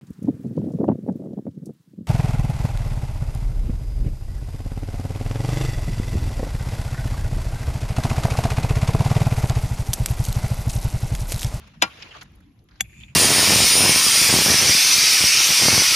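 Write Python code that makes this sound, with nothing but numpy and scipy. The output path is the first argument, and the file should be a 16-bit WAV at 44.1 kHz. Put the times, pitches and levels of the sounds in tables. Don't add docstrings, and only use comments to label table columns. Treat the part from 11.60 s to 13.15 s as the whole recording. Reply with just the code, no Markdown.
import sys
import numpy as np
from scipy import signal
from scipy.fft import rfft, irfft
from scipy.io import wavfile
from scipy.ndimage import uniform_filter1d

SR = 44100
rng = np.random.default_rng(int(sys.argv[2]) if len(sys.argv) > 2 else 0)


def digitize_waveform(pressure):
    field = np.atleast_2d(pressure).T
    bounded = np.clip(field, -1, 1)
    quanta = np.round(bounded * 32767).astype(np.int16)
    wavfile.write(sys.argv[1], SR, quanta)


def natural_amplitude(level_db):
    exponent = np.asarray(level_db, float) / 20
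    return 10 ** exponent


N = 68355

# [f/Hz, level/dB per Hz]
TRAFFIC_TONE = [(22, -31), (55, 2.5), (90, -3), (190, -8.5), (320, -17.5), (480, -31), (1200, -42.5),
                (8000, -52.5), (11500, -40), (16000, -73)]
# [t/s, level/dB]
WASH_LEVEL = [(0, -52), (.1, -56.5), (.2, -64), (.24, -36.5), (.29, -49.5), (.4, -48), (.5, -49),
              (.57, -45.5), (.6, -52), (.64, -58), (.8, -66), (.9, -70), (1.06, -77.5), (1.1, -71),
              (1.19, -62), (1.3, -69), (1.55, -66.5)]
# [f/Hz, level/dB per Hz]
WASH_TONE = [(250, -14), (400, -0.5), (2900, 0.5), (5000, -9), (7200, -14), (10500, -22), (12500, -22),
             (16000, -25.5)]
# [f/Hz, correlation]
LIKENESS = [(60, .98), (200, .97), (500, .6), (1000, .3), (12000, .1)]
# [f/Hz, level/dB]
SUM_COLOUR = [(7200, -0.5), (7800, -22), (9100, -19), (9700, -4), (12600, -7), (13600, -28)]
# [f/Hz, level/dB]
DIFFERENCE_COLOUR = [(9600, -0.5), (10500, -24), (13000, -26), (13700, -3), (15700, -7), (16100, -40)]

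# [t/s, level/dB, f/Hz, length/s, width/Hz]
SCUFFS = [(0.072, -58, 6000, 0.0025, 6000), (0.212, -58, 3970, 0.01, 5000), (0.217, -29, 3200, .003, 1800),
          (0.302, -50.5, 2780, .024, 800), (0.39, -53, 3560, 0.027, 4020), (.421, -44, 5120, .006, 1200),
          (.422, -39, 2680, 0.01, 2470), (.441, -54, 307, 0.023, 120), (0.461, -47, 2470, 0.014, 500),
          (0.508, -47, 2850, 0.018, 497), (.545, -47.5, 1154, 0.028, 250), (0.611, -42.5, 3100, 0.01, 5800),
          (.615, -43.5, 1400, 0.011, 1383), (0.628, -47, 9500, 0.0034, 9200),
          (.708, -69.5, 11500, 0.00096, 5980), (.752, -60.5, 11000, 0.0087, 2980),
          (.802, -64, 1550, 0.0065, 465), (.803, -66.5, 5980, 0.003, 12260), (0.99, -67, 4395, .003, 4020)]
# [t/s, level/dB, f/Hz, length/s, width/Hz]
HOPS = [(1.087, -58, 1995, 0.0042, 5487), (1.11, -62, 4340, .005, 1614), (1.117, -56.5, 1680, 0.0053, 1180),
        (1.128, -69, 4280, 0.039, 1200), (1.141, -71, 1509, .003, 900), (1.156, -57.5, 1477, 0.0046, 900),
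        (1.157, -63, 4820, 0.0036, 2000), (1.1, -65, 1390, 0.017, 900), (1.195, -66, 5680, .01, 1200),
        (1.198, -46.5, 2260, 0.011, 900), (1.203, -37, 2350, .002, 900), (1.241, -53.5, 2400, 0.021, 490),
        (1.292, -63, 2020, 0.007, 600), (1.329, -54, 2100, 0.0095, 700), (1.365, -59, 2467, 0.0042, 700),
        (1.405, -52, 2920, 0.016, 1200), (1.4333, -37.5, 2560, 0.00087, 490),
        (1.434, -43.5, 3480, 0.0015, 403), (1.482, -49.5, 2475, 0.0066, 583),
        (1.495, -58, 2514, 0.017, 740.7)]
# [t/s, level/dB, f/Hz, length/s, width/Hz]
TICKS = [
    (.077, -60, 9000, 0.00097, 9000),
    (.4235, -48, 3060, .002, 900),
    (.4245, -40, 5440, 0.0022, 1000),
    (.632, -58, 11200, 0.00097, 9000),
    (.7195, -62.5, 12030, 0.00072, 4990),
    (.806, -66, 12070, 0.0011, 8000),
    (1.041, -64, 12370, 0.0011, 3950),
]
# [t/s, level/dB, f/Hz, length/s, width/Hz]
SHIMMER = [
    (.235, -58.5, 10840, 0.033, 3000),
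    (1.215, -61.5, 11300, 0.053, 2200),
]
# [t/s, level/dB]
SKITTER_LEVEL = [
    (1.21, -67),
    (1.26, -66),
    (1.3, -57.5),
    (1.36, -55),
    (1.41, -49),
    (1.46, -56.5),
    (1.5, -60.5),
    (1.55, -68),
]
# [f/Hz, width/Hz, level/dB]
SKITTER_RINGS = [(2460, 490, -0.5), (3466, 130, -12.5), (4570, 960, -16.5), (7010, 580, -6),
                 (7770, 710, -5.5), (11300, 1700, -13)]

# [f/Hz, level/dB, T60/s]
PUCK_MODES = [(639, -21, 0.013), (775, -21, 0.038), (1653, -2, 0.014), (2260, -2, 0.016),
              (2760, 1.5, 0.015), (3393, -1.5, 0.032), (4765, -13, 0.024), (2303, 1.5, 0.025),
              (6710, 2, 0.021), (7390, -4, 0.011), (10950, -18, 0.02), (11550, -19, 0.041),
              (11530, -14, 0.036), (13300, -17.5, 0.021)]
# [f/Hz, level/dB per Hz]
LAND_CRACK = [(100, -42), (750, 1), (1250, -60), (2300, -30.5), (5200, -32), (7200, -4), (9000, -17.5),
              (15500, -23)]
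# [f/Hz, T60/s]
LAND_DIES = [(500, 0.0081), (3000, 0.03), (9500, 0.036), (14000, 0.0077)]
# [f/Hz, phase/rad]
LAND_TURN = [(0, 0), (1700, -.6), (2400, 1.8), (3000, 0), (5000, 0), (10200, -5), (16000, -9.8)]
# [f/Hz, level/dB]
LAND_PAN = [(700, 2), (2400, -1), (4400, 5), (8000, 2)]

# [f/Hz, level/dB, T60/s]
FRAME_MODES = [(320.5, -8.5, 0.078), (521, -8.5, .045), (700, -1.5, 0.041), (788.7, -2.5, 0.07),
               (900, -2.5, .05), (968.5, -1, 0.053), (1124, -10.5, 0.14), (1394, -4.5, 0.13),
               (1645, 1.5, 0.058), (2012, -2.5, 0.052), (172.5, -14, .1), (205, -14.5, 0.095),
               (2100, -1.5, .035), (2329, -4, 0.036), (2364, -4.5, .095), (2557, -2, 0.057),
               (2778, -2.5, 0.062), (2984, -8, 0.072), (3056, -2.5, .055), (3277, -5, 0.041),
               (3512, 1.5, 0.037), (4400, -5, 0.077), (5120, -1, 0.065), (6300, -6.5, 0.013),
               (6870, -8.5, 0.028)]
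# [f/Hz, level/dB per Hz]
FRAME_CRACK = [(100, -12.5), (500, -8), (1600, -4), (3000, -2), (3900, -1), (5500, -5.5), (8500, -7.5),
               (12000, -11.5), (15800, -22)]
# [f/Hz, T60/s]
FRAME_DIES = [(120, .18), (400, 0.062), (1200, .09), (3500, 0.048), (7000, .045), (13000, 0.019)]
# [f/Hz, phase/rad]
FRAME_TURN = [(0, 0), (400, .4), (1400, 1.6), (1900, 4.2), (2300, 5.7), (3500, 6.8), (6000, 12.6),
              (8300, 9.4), (11900, 6.3), (15600, 3.1)]
# [f/Hz, level/dB]
FRAME_PAN = [(200, 1), (400, 1), (800, 5), (1300, 7), (2400, 1.5), (8000, 0)]

FRAME_S, LAND_S = 0.22, 1.2070
LEAD_S = 0.01


def evened(x):
    return x / np.sqrt(np.mean(x ** 2) + 1e-20)


def read(points, hz):
    f, value = np.transpose(points)
    return np.interp(np.log(hz + 1), np.log(f + 1), value)


def level(curve):
    s, db = np.transpose(curve)
    return natural_amplitude(np.interp(np.arange(N) / SR, s, db))


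def add(mix, s, sound):
    part = mix[:, round(s * SR):][:, :sound.shape[1]]
    part += sound[:, :part.shape[1]]


def ring(x, hz, width):
    r = np.exp(-np.pi * width / SR)
    pole = r * np.exp(2j * np.pi * hz / SR)
    return 2 * signal.lfilter([(1 - r) ** 2], np.poly([pole, pole]), x + 0j).real


def hiss(tone, patchy_db, flicker_db, size):
    frames, hz = 4 * N // size + 5, np.fft.rfftfreq(size, 1 / SR)
    a, b, c, d, patches = rng.standard_normal((frames, len(hz), 5)).T
    flicker = evened(uniform_filter1d(patches[9], size=3))
    patches = uniform_filter1d(patches, size=6, axis=0)
    patches = evened(uniform_filter1d(patches, size=8, axis=1))
    same = np.clip(read(LIKENESS, hz), -1, 1)[:, None]
    left = a + 1j * b
    right = same * left + np.sqrt(1 - same ** 2) * (c + 1j * d)
    gain = natural_amplitude(read(tone, hz)[:, None] + patchy_db * patches + flicker_db * flicker)
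    spectra = np.array([left, right]) * gain
    return evened(signal.istft(spectra, nperseg=size, noverlap=size - size // 4)[1][:, :N])


def traffic():
    return natural_amplitude(-50.5) * hiss(TRAFFIC_TONE, 4.4, 0.71, size=2048)


def wash():
    return level(WASH_LEVEL) * hiss(WASH_TONE, 2.6, 1.5, size=512)


def yard(x):
    t = np.arange(SR // 2) / SR
    density, t60_s, first_echo_s = 0.05, 0.3, 0.008
    taps = rng.standard_normal((2, len(t))) * (rng.random((2, len(t))) < density)
    taps = taps * natural_amplitude(-60 * t / t60_s) * (t > first_echo_s)
    taps = signal.lfilter([1], [1, -0.15], taps)
    return natural_amplitude(-38.5) * signal.fftconvolve(x, taps / np.linalg.norm(taps[0]), axes=1)[:, :N]


def spread(x):
    hz = np.fft.rfftfreq(N, 1 / SR)
    mid = rfft(x[0] + x[1]) * natural_amplitude(read(SUM_COLOUR, hz))
    side = rfft(x[0] - x[1]) * natural_amplitude(read(DIFFERENCE_COLOUR, hz))
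    return irfft(np.array([mid + side, mid - side]) / 2, N)


def scuffs(rows, tail_s, size):
    out, t = np.zeros((2, N)), np.arange(size) / SR
    for s, db, hz, length, width in rows:
        crackle = natural_amplitude(1.9 * np.minimum(rng.exponential(1, size), 4))
        force = rng.standard_normal((3, size)) * crackle
        shape = np.minimum(t / 0.00034, 1) * np.exp(-np.maximum(t - length, 0) / tail_s)
        burst = evened(ring(force[:2] + 0.66 * force[2], hz, width))
        add(out, s, natural_amplitude(db) * shape * burst)
    return out


def skitter():
    clicks_per_s = 6000
    uneven = natural_amplitude(1.6 * np.minimum(rng.exponential(1, N), 4))
    grit = rng.standard_normal((3, N)) * uneven * (rng.random(N) < clicks_per_s / SR)
    force = grit[:2] + 0.46 * grit[2]
    body = sum(natural_amplitude(db) * evened(ring(force, hz, width)) for hz, width, db in SKITTER_RINGS)
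    return evened(body) * level(SKITTER_LEVEL) * (np.arange(N) > LAND_S * SR)


def thump():
    t = np.arange(6000) / SR
    start_hz, sag_hz_per_s, rise_s, t60_s = 206.6, 930, 0.0099, 0.128
    cycles = np.cumsum(np.maximum(start_hz - sag_hz_per_s * t, 60)) / SR
    envelope = np.minimum(t / rise_s, 1) * natural_amplitude(-37 - 60 * t / t60_s)
    return envelope * np.sin(2 * np.pi * cycles) * np.ones((2, 1))


def ports(x, turn, pan):
    hz = np.fft.rfftfreq(len(x), 1 / SR)
    side = natural_amplitude(read(pan, hz) / 2) * np.exp(0.5j * np.interp(hz, *np.transpose(turn)))
    return irfft(rfft(x) * np.array([side, 1 / side]), len(x))


def chatter(modes, push_s, snap, rise_s):
    v = np.arange(1200) / SR
    in_tune = 0.35
    mode_hz = np.transpose(modes)[0][:, None]
    step = np.cos(2 * np.pi * (mode_hz * v + rng.random((len(modes), 1))))
    push = rng.standard_normal((len(modes), 1200)) + in_tune * step
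    push = push * np.exp(-3 * v / push_s) * np.minimum(v / rise_s, 1)
    return push / np.linalg.norm(push, axis=1)[:, None] + snap * (v == 0)


def modal_ring(modes, pushes, u):
    rings = 0
    for push, (f, mode_db, t60) in zip(pushes, modes):
        onset = np.minimum(u * f / 1.7, 1) ** 2
        response = onset * natural_amplitude(-60 * u / t60) * np.sin(2 * np.pi * f * u)
        mode = signal.oaconvolve(push, response)[:len(u)]
        rings = rings + natural_amplitude(mode_db) * mode / abs(mode).max()
    return rings


def crack_noise(tone, dies, rise_s, u):
    hz = np.fft.rfftfreq(len(u), 1 / SR)
    noise = rfft(rng.standard_normal(len(u))) * natural_amplitude(read(tone, hz))
    noise = noise / np.std(irfft(noise))
    crack = 0
    for c in 100 * 2 ** (np.arange(16) / 2):
        band = irfft(noise * np.maximum(1 - abs(2 * np.log2((hz + 1) / c)), 0))
        onset = np.minimum(u / (rise_s + 2 / c), 1) ** 2
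        crack = crack + band * onset * natural_amplitude(-60 * u / read(dies, c))
    return crack


def strike(modes, db, push_s, snap, tone, dies, crack_db, rise_s):
    u = np.maximum(np.arange(16384) / SR - LEAD_S, 0)
    rings = modal_ring(modes, chatter(modes, push_s, snap, rise_s), u)
    return natural_amplitude(db) * rings + natural_amplitude(crack_db) * crack_noise(tone, dies, rise_s, u)


def landing():
    land = strike(PUCK_MODES, -16.5, push_s=0.006, snap=4.0, tone=LAND_CRACK, dies=LAND_DIES,
                  crack_db=-13.5, rise_s=0.0006)
    return ports(land, LAND_TURN, LAND_PAN)


def frame_hit():
    frame = strike(FRAME_MODES, -18.5, push_s=0.0036, snap=0.49, tone=FRAME_CRACK,
                   dies=FRAME_DIES, crack_db=-6, rise_s=0.0028)
    return ports(frame, FRAME_TURN, FRAME_PAN)


def scene():
    hits = np.zeros((2, N))
    add(hits, FRAME_S - LEAD_S, frame_hit())
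    add(hits, LAND_S - LEAD_S, landing())
    add(hits, LAND_S, thump())
    scattered = traffic() + wash() + yard(hits) + skitter()
    scattered = scattered + scuffs(SCUFFS + HOPS, tail_s=0.0055, size=3000)
    scattered = scattered + scuffs(SHIMMER, tail_s=0.09, size=14000)
    return hits + spread(scattered) + scuffs(TICKS, tail_s=0.0012, size=800)


def roll_off(x):
    return signal.sosfilt(signal.butter(12, 16530, fs=SR, output="sos"), x)


def record(dry):
    low_cut = signal.butter(2, 40, "high", fs=SR, output="sos")
    high_cut = signal.butter(10, 16300, fs=SR, output="sos")
    cut = signal.sosfilt(low_cut, dry)
    cut = signal.sosfiltfilt(high_cut, cut)
    mix = np.tanh(cut * 1.129) / 0.98
    return roll_off(mix)


dry = scene()
out = record(dry)
digitize_waveform(out)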